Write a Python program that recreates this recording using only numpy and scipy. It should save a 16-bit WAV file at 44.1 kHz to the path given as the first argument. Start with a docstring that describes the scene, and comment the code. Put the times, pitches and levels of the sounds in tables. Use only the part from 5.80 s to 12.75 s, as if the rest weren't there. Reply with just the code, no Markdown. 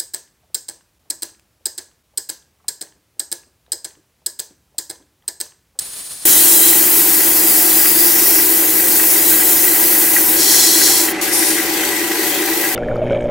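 """Sandpaper hisses on a blank turning in a small wood lathe close to the microphone, then rasps over its shoulder.
Three stages with hard cuts: a tool takes a faint, ringing shaving; a strip sands; a finer strip polishes the end.
Strips and tool are coloured noise with resonances, made uneven by slow random gains.
Under both sanding stages the drive drones (tones, bed noise, rumble) and the bearings chatter in bursts."""
import sys
import numpy as np
from scipy import signal
from scipy.fft import rfft, irfft, next_fast_len
from scipy.io import wavfile
from scipy.ndimage import uniform_filter1d, map_coordinates

SR = 44100
rng = np.random.default_rng(int(sys.argv[2]) if len(sys.argv) > 2 else 0)


def generate_wav(sig):
    """Save sig (samples, or channels by samples) to the path in sys.argv[1] as 16-bit PCM at SR."""
    pcm = np.round(np.clip(np.atleast_2d(sig).T, -1, 1) * 32767).astype(np.int16)
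    wavfile.write(sys.argv[1], SR, pcm)


N = 306495

SANDING_START_S, POLISH_START_S = 0.4525, 5.4125
SPINDLE_HZ, MOTOR_HZ, MAINS_BUZZ_HZ = 26.27, 25.0, 100.0
TOP_HZ = 15800

# Mode tables: width = half-width at -6 dB. Colour and mode levels are relative unless noted.
# Strip pressure as rubbing level: t/s, level/dB
PRESSURE_DB = [(0.48, -10.5), (0.85, -11), (1.27, -12.5), (2.52, -12), (2.93, -15), (3.1, -13.5),
               (3.5, -12.5), (4.55, -13.5), (5.12, -13.5), (5.24, -16), (5.31, -19.5)]
HISS_DB = 0.4  # re pressure
# Coarser scrape: t/s, level re pressure/dB
SCRAPE_DB = [(1.1, -13), (2.05, -13.5), (2.25, -26), (2.65, -26), (2.9, -14), (3.6, -11), (4.5, -17),
             (5.05, -14), (5.2, -6), (5.32, -8)]
# Harder scrape at first, until the grip eases
FIRM_DB, FIRM_END_S, FIRM_RELEASE_S = -10, 1.02, 0.12
# Strip on the blank's shoulder: swelling rasp, weaker hiss
SHOULDER_START_S, SHOULDER_ATTACK_S, SHOULDER_END_S, SHOULDER_RELEASE_S = 4.55, 0.052, 5.3, 0.25
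SHOULDER_DB, SHOULDER_SWELL_DB_PER_S, SHOULDER_HISS_DB = -15.5, 7, -3
SHOULDER_UNEVEN_DB = 0.9  # the rasp catches and eases
# Lift-off; only the edge still grazes
LIFT_S, LIFT_RELEASE_S, GRAZE_DB = 5.333, 0.022, -35
# Strip on the blank, hiss colour: f/Hz, level/dB
HISS_COLOUR = [(1200, -19.5), (2500, -17), (3700, -12.5), (4500, -9.5), (6000, -7.5), (8500, -4),
               (12000, 0.5), (15600, 2)]
# Scrape colour: f/Hz, level/dB
SCRAPE_COLOUR = [(1000, -13), (2400, -13), (3700, -13), (6000, -4), (7600, 4), (10500, 6.5), (12000, -17),
                 (15600, -34)]
# Paper resonances in the scrape: f/Hz, width/Hz, level/dB
SCRAPE_MODES = [(3200, 175, 0.5), (3990, 210, 0.5), (4970, 150, -5), (7400, 340, 0)]
# Shoulder rasp colour: f/Hz, level/dB
SHOULDER_COLOUR = [(1000, -21), (2700, -16), (3750, -11), (4200, -6), (4900, -6.5), (5500, -4.5),
                   (7000, -3.5), (9400, -4.5), (11000, -4.5), (15600, -14)]
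# Paper resonances on the shoulder: f/Hz, width/Hz, level/dB
SHOULDER_MODES = [(3330, 230, -4.5), (4120, 160, 1.5), (4480, 190, 1), (5230, 160, 0), (5650, 230, 2),
                  (6440, 220, 0.5), (7050, 150, 1.5), (7740, 230, -1), (8240, 280, -1), (8850, 160, -7),
                  (10150, 170, 2), (11450, 200, -4), (12700, 250, -4)]
# Low flutter near the microphone while the strip rubs: f/Hz, level/dB
FLUTTER_COLOUR = [(15, 5), (50, -3), (100, -1), (170, -8), (300, 4), (1000, -43)]
# Hiss flicker: f/Hz, share of full depth
PATCHINESS = [(2000, 0.36), (2800, 0.74), (3800, 1), (5500, 0.77), (7000, 0.45), (9000, 0.34),
              (15000, 0.14)]

# Finer strip's pressure as hiss level: t/s, level/dB
POLISH_PRESSURE_DB = [(5.42, -20.5), (5.5, -24), (5.6, -22.5), (5.75, -21), (6.22, -22.5), (6.47, -21),
                      (6.62, -23), (6.94, -23)]
# Its treble, brighter towards the end: t/s, level/dB
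POLISH_TREBLE_DB = [(6.3, -45), (6.48, -24), (6.62, -29), (6.88, -23), (6.95, -27)]
# Its grit bites, holds briefly, dies away
BITE_START_S, BITE_ATTACK_S, BITE_HOLD_S, BITE_DB, BITE_FADE_DB_PER_S = 5.515, 0.02, 0.17, -16.5, 90
BITE_TOUCH = 0.31  # share of the bite at first touch
# Finer strip on the collar, hiss colour: f/Hz, level/dB
POLISH_COLOUR = [(1200, -21), (2500, 1.5), (4500, 3.5), (6800, 2.5), (9500, 1), (11500, 3.5), (13300, 4.5),
                 (15600, 3)]
# Its paper resonances: f/Hz, width/Hz, level/dB
POLISH_MODES = [(2020, 120, 10.5), (4370, 370, -0.5), (6030, 200, 2.5), (7460, 110, 6), (7900, 110, 6),
                (8540, 300, 6), (10400, 300, 0)]
# Bite colour: f/Hz, level/dB
BITE_COLOUR = [(1500, -25), (3700, -9), (5000, -4), (7000, -3.5), (9000, -2), (11500, -1), (13500, -5),
               (15600, -11)]
# Paper resonances in the bite: f/Hz, width/Hz, level/dB
BITE_MODES = [(5450, 250, -5), (8200, 200, -11), (8970, 200, 1), (9380, 240, 4), (10600, 250, -3),
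              (12700, 200, -6)]
# Taut strip rings: start t/s, length/s, f/Hz, width/Hz, level at full gain/dB
PAPER_RINGS = [(0.428, 0.3, 3130, 180, -33), (0.46, 0.17, 3950, 160, -31), (0.437, 0.25, 4650, 300, -32),
               (0.47, 0.08, 6550, 250, -17), (0.78, 0.22, 4030, 260, -32), (1.15, 0.95, 4720, 220, -37),
               (2.02, 0.32, 4820, 250, -28), (2.22, 0.43, 5600, 260, -28), (2.35, 0.36, 4800, 220, -32),
               (6.47, 0.16, 3300, 220, -31.5), (6.622, 0.12, 4400, 400, -34)]

SHAVING_DB = -31
# Tool's cut: f/Hz, level/dB
SHAVING_COLOUR = [(15, -48), (25, -19), (113, -18.5), (1710, -20), (2310, -20), (5170, -13), (5920, -18),
                  (6590, -14.5), (7540, -17), (8170, -12.5), (9100, -6.5), (11300, -15), (15600, -23)]
# Thin rings of the tool: f/Hz, width/Hz, level re plain cut/dB
TOOL_MODES = [(1750, 25, 6), (3520, 130, -2), (4180, 200, 2), (4660, 50, 0), (5340, 45, 4), (6670, 55, 9),
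              (7960, 55, 11), (8520, 70, 8), (8790, 70, 5), (9100, 80, 6), (10040, 90, 4), (10350, 130, 3),
              (10590, 70, 7), (11180, 40, 3), (12300, 200, 2), (15340, 70, 14)]

# Running lathe: bed noise and chatter levels at t = 0, rising steadily
CHATTER_DB, CHATTER_RISE_DB_PER_S = -32, 0.69
BED_DB, BED_RISE_DB_PER_S = -30, 0.74
RUMBLE_DB = -29.5
# Bearing chatter bursts: start t/s, peak level before the burst offset/dB
CHATTER_BURSTS = [(0.4754, -12.5), (0.9278, -14.5), (1.4052, -14), (2.0547, -12), (2.585, -12.5),
                  (3.1951, -17), (3.2365, -16), (3.5189, -15), (3.6246, -16), (4.364, -6), (4.3794, -17),
                  (4.7391, -19), (4.974, -20), (5.0139, -16), (5.286, -12), (5.485, -15.5), (5.6236, -10),
                  (5.775, -15), (5.8132, -18), (6.033, -13), (6.173, -15), (6.2147, -18), (6.3137, -15),
                  (6.6832, -18), (6.8527, -15)]
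# Bearing housing resonances: f/Hz, width/Hz, level/dB
HOUSING_MODES = [(1150, 22, -7.5), (1300, 14, -7.5), (1438, 25, -6), (1541, 30, -3.5), (1574, 15, -1.5),
                 (1645, 16, 2), (1690, 44, -8.5), (1830, 55, -5), (1946, 50, 3), (2017, 110, -1.5),
                 (2380, 160, -9), (2660, 45, -7.5), (3090, 40, -8)]
# Motor, belt and spindle tones: f/Hz, rms level/dB
DRIVE_TONES = [(64.9, -54), (121.8, -58), (124.8, -59), (129.9, -58), (173.9, -53), (200.2, -49.5),
               (224.8, -56), (239.6, -55), (249.3, -52), (274.5, -55), (296.1, -40), (315.4, -30.8),
               (326, -42), (328, -42), (337.1, -35), (358.7, -41.5), (394, -45), (519.2, -48), (662.1, -55),
               (840.5, -49), (979.8, -51), (990.5, -49), (1641.6, -44)]
WHINE_HZ = 740.2
# Motor overtone, swelling and sinking: t/s, rms level/dB
WHINE_DB = [(1.3, -47), (1.85, -35.5), (2.0, -47), (3.7, -41), (4.7, -45), (5.5, -36), (5.7, -42.5),
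            (6.9, -37.5)]
# Bed and headstock resonances: f/Hz, width/Hz, level/dB
BED_MODES = [(310, 5, -2.5), (326.7, 5.4, 3.5), (343.3, 11, 4), (353, 6.3, -3), (378, 5.6, -2),
             (394, 14.2, -1.5), (419, 20, -9.5), (458.5, 13, -6), (520.4, 7, -7), (580.5, 16, -7),
             (761, 20, -8), (790, 20, -8.5), (855, 24, -8.5), (986, 18.6, -8)]
# Broad machine rumble: f/Hz, level/dB
RUMBLE_COLOUR = [(20, -21), (45, -26), (70, -7), (100, -10.5), (170, -0.5), (260, 6.5), (500, -0.5),
                 (700, 1.5), (1200, 1.5), (2250, 2.5), (2600, 3), (3000, -0.5), (4000, -4.5), (7000, -12),
                 (15000, -36)]

# Stereo width, applied to all side sound: f/Hz, side gain/dB
WIDTH = [(30, 3), (65, -8), (130, -7.5), (320, -10), (550, -5), (1000, -6), (1800, -5.5), (2400, -2),
         (3000, -8), (3800, -7.5), (5500, -8), (8000, -8.5), (13000, -5.5)]
# Stereo lean: f/Hz, left minus right gain/dB
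LEAN = [(60, 1), (110, 5.5), (200, 0.5), (380, 1.5), (700, 0.5), (1290, 2), (2380, -0.5), (4400, -0.5),
        (8120, 0.5), (15000, 3)]

TIME = np.arange(N) / SR
FFT_SIZE = next_fast_len(N, True)
FREQS = np.maximum(np.fft.rfftfreq(FFT_SIZE, 1 / SR), 1)


def sanding(flutter_db=-51, shoulder_flutter_db=-2):
    """The strip scrapes firmly, hisses along the blank, then rasps over its shoulder and lifts off."""
    pressure = amp(curve(PRESSURE_DB)) * release(LIFT_S, LIFT_RELEASE_S)
    on_shoulder = attack(SHOULDER_START_S, SHOULDER_ATTACK_S)
    hiss = pressure * amp(HISS_DB + SHOULDER_HISS_DB * on_shoulder)
    firm = amp(FIRM_DB) * release(FIRM_END_S, FIRM_RELEASE_S)
    scrape = pressure * (amp(curve(SCRAPE_DB)) + firm)

    swell_db = SHOULDER_SWELL_DB_PER_S * (TIME - SHOULDER_START_S)
    dig = amp(SHOULDER_DB + swell_db + SHOULDER_UNEVEN_DB * walk(16))
    rasp = on_shoulder * (dig * release(SHOULDER_END_S, SHOULDER_RELEASE_S) + amp(GRAZE_DB))

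    along = hiss * rub(HISS_COLOUR) + scrape * rub(SCRAPE_COLOUR, SCRAPE_MODES, drift=.012)
    along = patchy(along, depth_db=3.6, rate_hz=26, width_hz=110)
    over = rasp * rub(SHOULDER_COLOUR, SHOULDER_MODES)
    over = patchy(over, depth_db=1.5, rate_hz=26, width_hz=170)

    effort = unit(hiss + amp(shoulder_flutter_db) * rasp)
    flutter = amp(flutter_db) * effort * unit(filtered(noise(), colour(FLUTTER_COLOUR)))
    return along + leftward(over, share=.15) + flutter


def polishing(side_db=4.0):
    """The finer strip touches, bites, then settles to a soft, wide hiss."""
    fading_s = np.maximum(TIME - BITE_START_S - BITE_HOLD_S, 0)
    grip = BITE_TOUCH + (1 - BITE_TOUCH) * attack(BITE_START_S, BITE_ATTACK_S)
    bite = grip * amp(BITE_DB - BITE_FADE_DB_PER_S * fading_s)
    hiss = amp(curve(POLISH_PRESSURE_DB))
    paper = hiss * rub(POLISH_COLOUR, POLISH_MODES, grain_db=1.0, runout_db=0.66)
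    paper = paper + bite * rub(BITE_COLOUR, BITE_MODES)
    paper = paper + amp(curve(POLISH_TREBLE_DB)) * rub(HISS_COLOUR, runout_db=1.0)
    return spread(patchy(paper, depth_db=2.1, rate_hz=22, width_hz=150), side_db)


def rub(points, modes=(), grain_db=0.56, runout_db=0.3, flicker_db=0.5, shift_db=1.3, drift=0.003):
    """Countless grits scratch the wood, harder once a turn; paper resonances drift, come and go with the grip."""
    contact_db = grain_db * walk(2500) + flicker_db * walk(25.06)
    contact_db = contact_db + runout_db * once_a_cycle(SPINDLE_HZ, 5.6)
    scratch = filtered(noise(), colour(points) * (FREQS < TOP_HZ))
    if len(modes):
        ringing = wander(filtered(noise(), resonances(modes)), drift, rate_hz=7)
        scratch = scratch + ringing * amp(shift_db * walk(8))
    return unit(scratch) * amp(contact_db)


def paper_rings(edge_s=0.058):
    """Pulled taut, the strip rings for a moment at a pitch set by its free length: narrow noise bands."""
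    total = 0
    for start_s, length_s, hz, width_hz, db in PAPER_RINGS:
        gain = amp(db) * attack(start_s, edge_s) * release(start_s + length_s, edge_s)
        total = total + gain * unit(filtered(noise(), resonances([(hz, width_hz, 0)])))
    return total


def shaving():
    """The tool peels fine dust off the blank, and the steel rings thinly."""
    cut = noise() * amp(1.3 * walk(62.3))
    response = colour(SHAVING_COLOUR) * np.hypot(1, resonances(TOOL_MODES))
    return amp(SHAVING_DB) * unit(filtered(cut, response))


def bearings(uneven_db=1.8, turn_db=1.5, buzz_db=1.4, burst_offset_db=-7, burst_s=0.0025, side_db=-10):
    """Bearing play chatters with motor turn and torque ripple, at times in hard bursts, ringing the housing."""
    force_db = uneven_db * walk(180)
    force_db = force_db + turn_db * once_a_cycle(MOTOR_HZ, 2.2)
    force_db = force_db + buzz_db * once_a_cycle(MAINS_BUZZ_HZ, 0.92)
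    force = unit(amp(force_db)) * amp(CHATTER_DB + CHATTER_RISE_DB_PER_S * TIME)
    for start_s, db in CHATTER_BURSTS:
        age = np.clip((TIME - start_s) / burst_s, 0, 20)
        force = force + amp(db + burst_offset_db) * age * np.exp(1 - age)  # peaks at age 1
    return spread(filtered(noise() * force, unit(resonances(HOUSING_MODES))), side_db)


def drive(waver=0.000584, flutter_db=0.7, side_db=-12):
    """Rotating parts hum at a slightly wavering speed; rolling noise rings the bed and rumbles round the room."""
    turning_s = TIME + np.cumsum(waver * walk(3.02)) / SR
    tones = amp(curve(WHINE_DB)) * np.exp(2j * np.pi * WHINE_HZ * turning_s)
    for hz, db in DRIVE_TONES:
        cycles = hz * turning_s + rng.random()
        tones = tones + amp(db + flutter_db * walk(6)) * np.exp(2j * np.pi * cycles)
    # sides a quarter cycle late; sqrt(2) turns rms into peak
    tones = np.sqrt(2) * np.array([tones.real, tones.imag])
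    bed = unit(filtered(noise(), resonances(BED_MODES)))
    rumble = unit(filtered(noise() * amp(0.98 * walk(120)), colour(RUMBLE_COLOUR)))
    drone = tones + amp(BED_DB + BED_RISE_DB_PER_S * TIME) * bed
    return spread(drone, side_db) + amp(RUMBLE_DB) * rumble


def scatter(sound, echo_db=-19, decay_s=0.015):
    """Bed, headstock and hands return a cluster of early echoes that ripples the hiss."""
    lag_s = TIME[:SR // 40]
    echoes = rng.standard_normal((2, len(lag_s))) * np.exp(-lag_s / decay_s) * (lag_s > .0008)
    echoes = amp(echo_db) * echoes / np.linalg.norm(echoes, axis=1, keepdims=True)
    returned = signal.fftconvolve(sound, echoes, axes=1)[:, :N]
    return (sound + returned) / np.hypot(1, amp(echo_db))


def spread(sound, side_db):
    """Set the side share: low for direct machine sound, high for scattered sound."""
    return sound * np.array([[1], [amp(side_db)]])


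def leftward(sound, share):
    """A source left of centre puts some of its front sound into the side."""
    return np.array([sound[0], sound[1] + share * sound[0]])


def microphone(sound):
    """Front plus/minus side gives left/right, with frequency-dependent width and lean."""
    mid, side = sound[0], filtered(sound[1], colour(WIDTH))
    lean = np.sqrt(colour(LEAN))
    return np.array([filtered(mid + side, lean), filtered(mid - side, 1 / lean)])


def patchy(x, depth_db, rate_hz, width_hz):
    """Roughen a hiss: narrow bands swell and sink on their own, rate_hz times a second."""
    hz, t_s, frames = signal.stft(x, SR, nperseg=512)
    chance = rng.standard_normal((256, 512))
    place = np.meshgrid(hz / width_hz, t_s * rate_hz, indexing="ij")
    field = unit(map_coordinates(chance, place, order=1, mode="mirror"))
    share = np.interp(hz, *np.transpose(PATCHINESS))[:, None]
    gain = amp(depth_db * share * field)
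    gain = gain / np.sqrt(np.mean(gain ** 2, axis=1, keepdims=True))
    return signal.istft(frames * gain, SR)[1][..., :N]


def wander(x, share, rate_hz):
    """Let all resonances drift together by an rms share of their pitch, via a varying read position."""
    place = np.arange(N) + np.cumsum(share * walk(rate_hz))
    return np.array([map_coordinates(channel, [place], order=3, mode="mirror") for channel in x])


def noise():
    """Two unrelated white noises: front and sides."""
    return rng.standard_normal((2, N))


def walk(rate_hz):
    """Slow chance, rms 1: random levels held 1 / rate_hz and smoothed twice."""
    hold = int(SR / rate_hz)
    steps = np.repeat(rng.standard_normal(N // hold + 1), hold)
    return unit(uniform_filter1d(uniform_filter1d(steps, hold), hold)[:N])


def once_a_cycle(hz, sharpness):
    """A bump each cycle, mean 0, rms 1."""
    bump = np.exp(sharpness * np.cos(2 * np.pi * hz * TIME))
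    return unit(bump - bump.mean())


def colour(points):
    """Gain at every frequency from (f/Hz, level/dB), linear in dB over log frequency."""
    hz, db = np.transpose(points)
    return amp(np.interp(np.log(FREQS), np.log(hz), db))


def resonances(modes):
    """Gain of steep-skirted modes (f/Hz, width/Hz, level/dB), powers added."""
    power = 0
    for hz, width_hz, db in modes:
        power = power + (amp(db) / (1 + ((FREQS - hz) / width_hz) ** 2)) ** 2
    return np.sqrt(power)


def filtered(x, gain):
    """Apply a frequency response."""
    return irfft(rfft(x, FFT_SIZE) * gain, FFT_SIZE)[..., :N]


def amp(db):
    """Decibels to gain."""
    return 10 ** (np.asarray(db) / 20)


def unit(x):
    """Scale to rms 1."""
    return x / np.sqrt(np.mean(x ** 2))


def curve(rows):
    """Interpolate (t/s, value) at every sample."""
    return np.interp(TIME, *np.transpose(rows))


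def attack(start_s, length_s):
    """Gain rising 0 to 1 from start_s."""
    return np.clip((TIME - start_s) / length_s, 0, 1)


def release(end_s, length_s):
    """Gain falling 1 to 0, ending at end_s."""
    return np.clip((end_s - TIME) / length_s, 0, 1)


def stage(start_s, end_s):
    """1 inside a stage, 0 outside, edges smoothed over 24 samples."""
    return uniform_filter1d(1. * ((TIME >= start_s) & (TIME < end_s)), size=24)


def scene():
    """Shaving, sanding and polishing in turn; the last is further to the left."""
    lathe = drive() + bearings()
    rings = paper_rings()
    coarse = lathe + leftward(scatter(sanding() + rings), share=.03)
    fine = leftward(lathe, share=.08) + leftward(scatter(polishing() + rings), share=0.3)
    sound = shaving() * stage(0, SANDING_START_S)
    sound = sound + coarse * stage(SANDING_START_S, POLISH_START_S)
    sound = sound + fine * stage(POLISH_START_S, np.inf)
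    return microphone(sound)


def record(dry):
    """Clip at full scale, then cut steeply above TOP_HZ."""
    lowpass = signal.ellip(12, .1, 60, TOP_HZ, fs=SR, output="sos")
    return signal.sosfilt(lowpass, np.clip(dry, -1, 1))


dry = scene()
out = record(dry)
generate_wav(out)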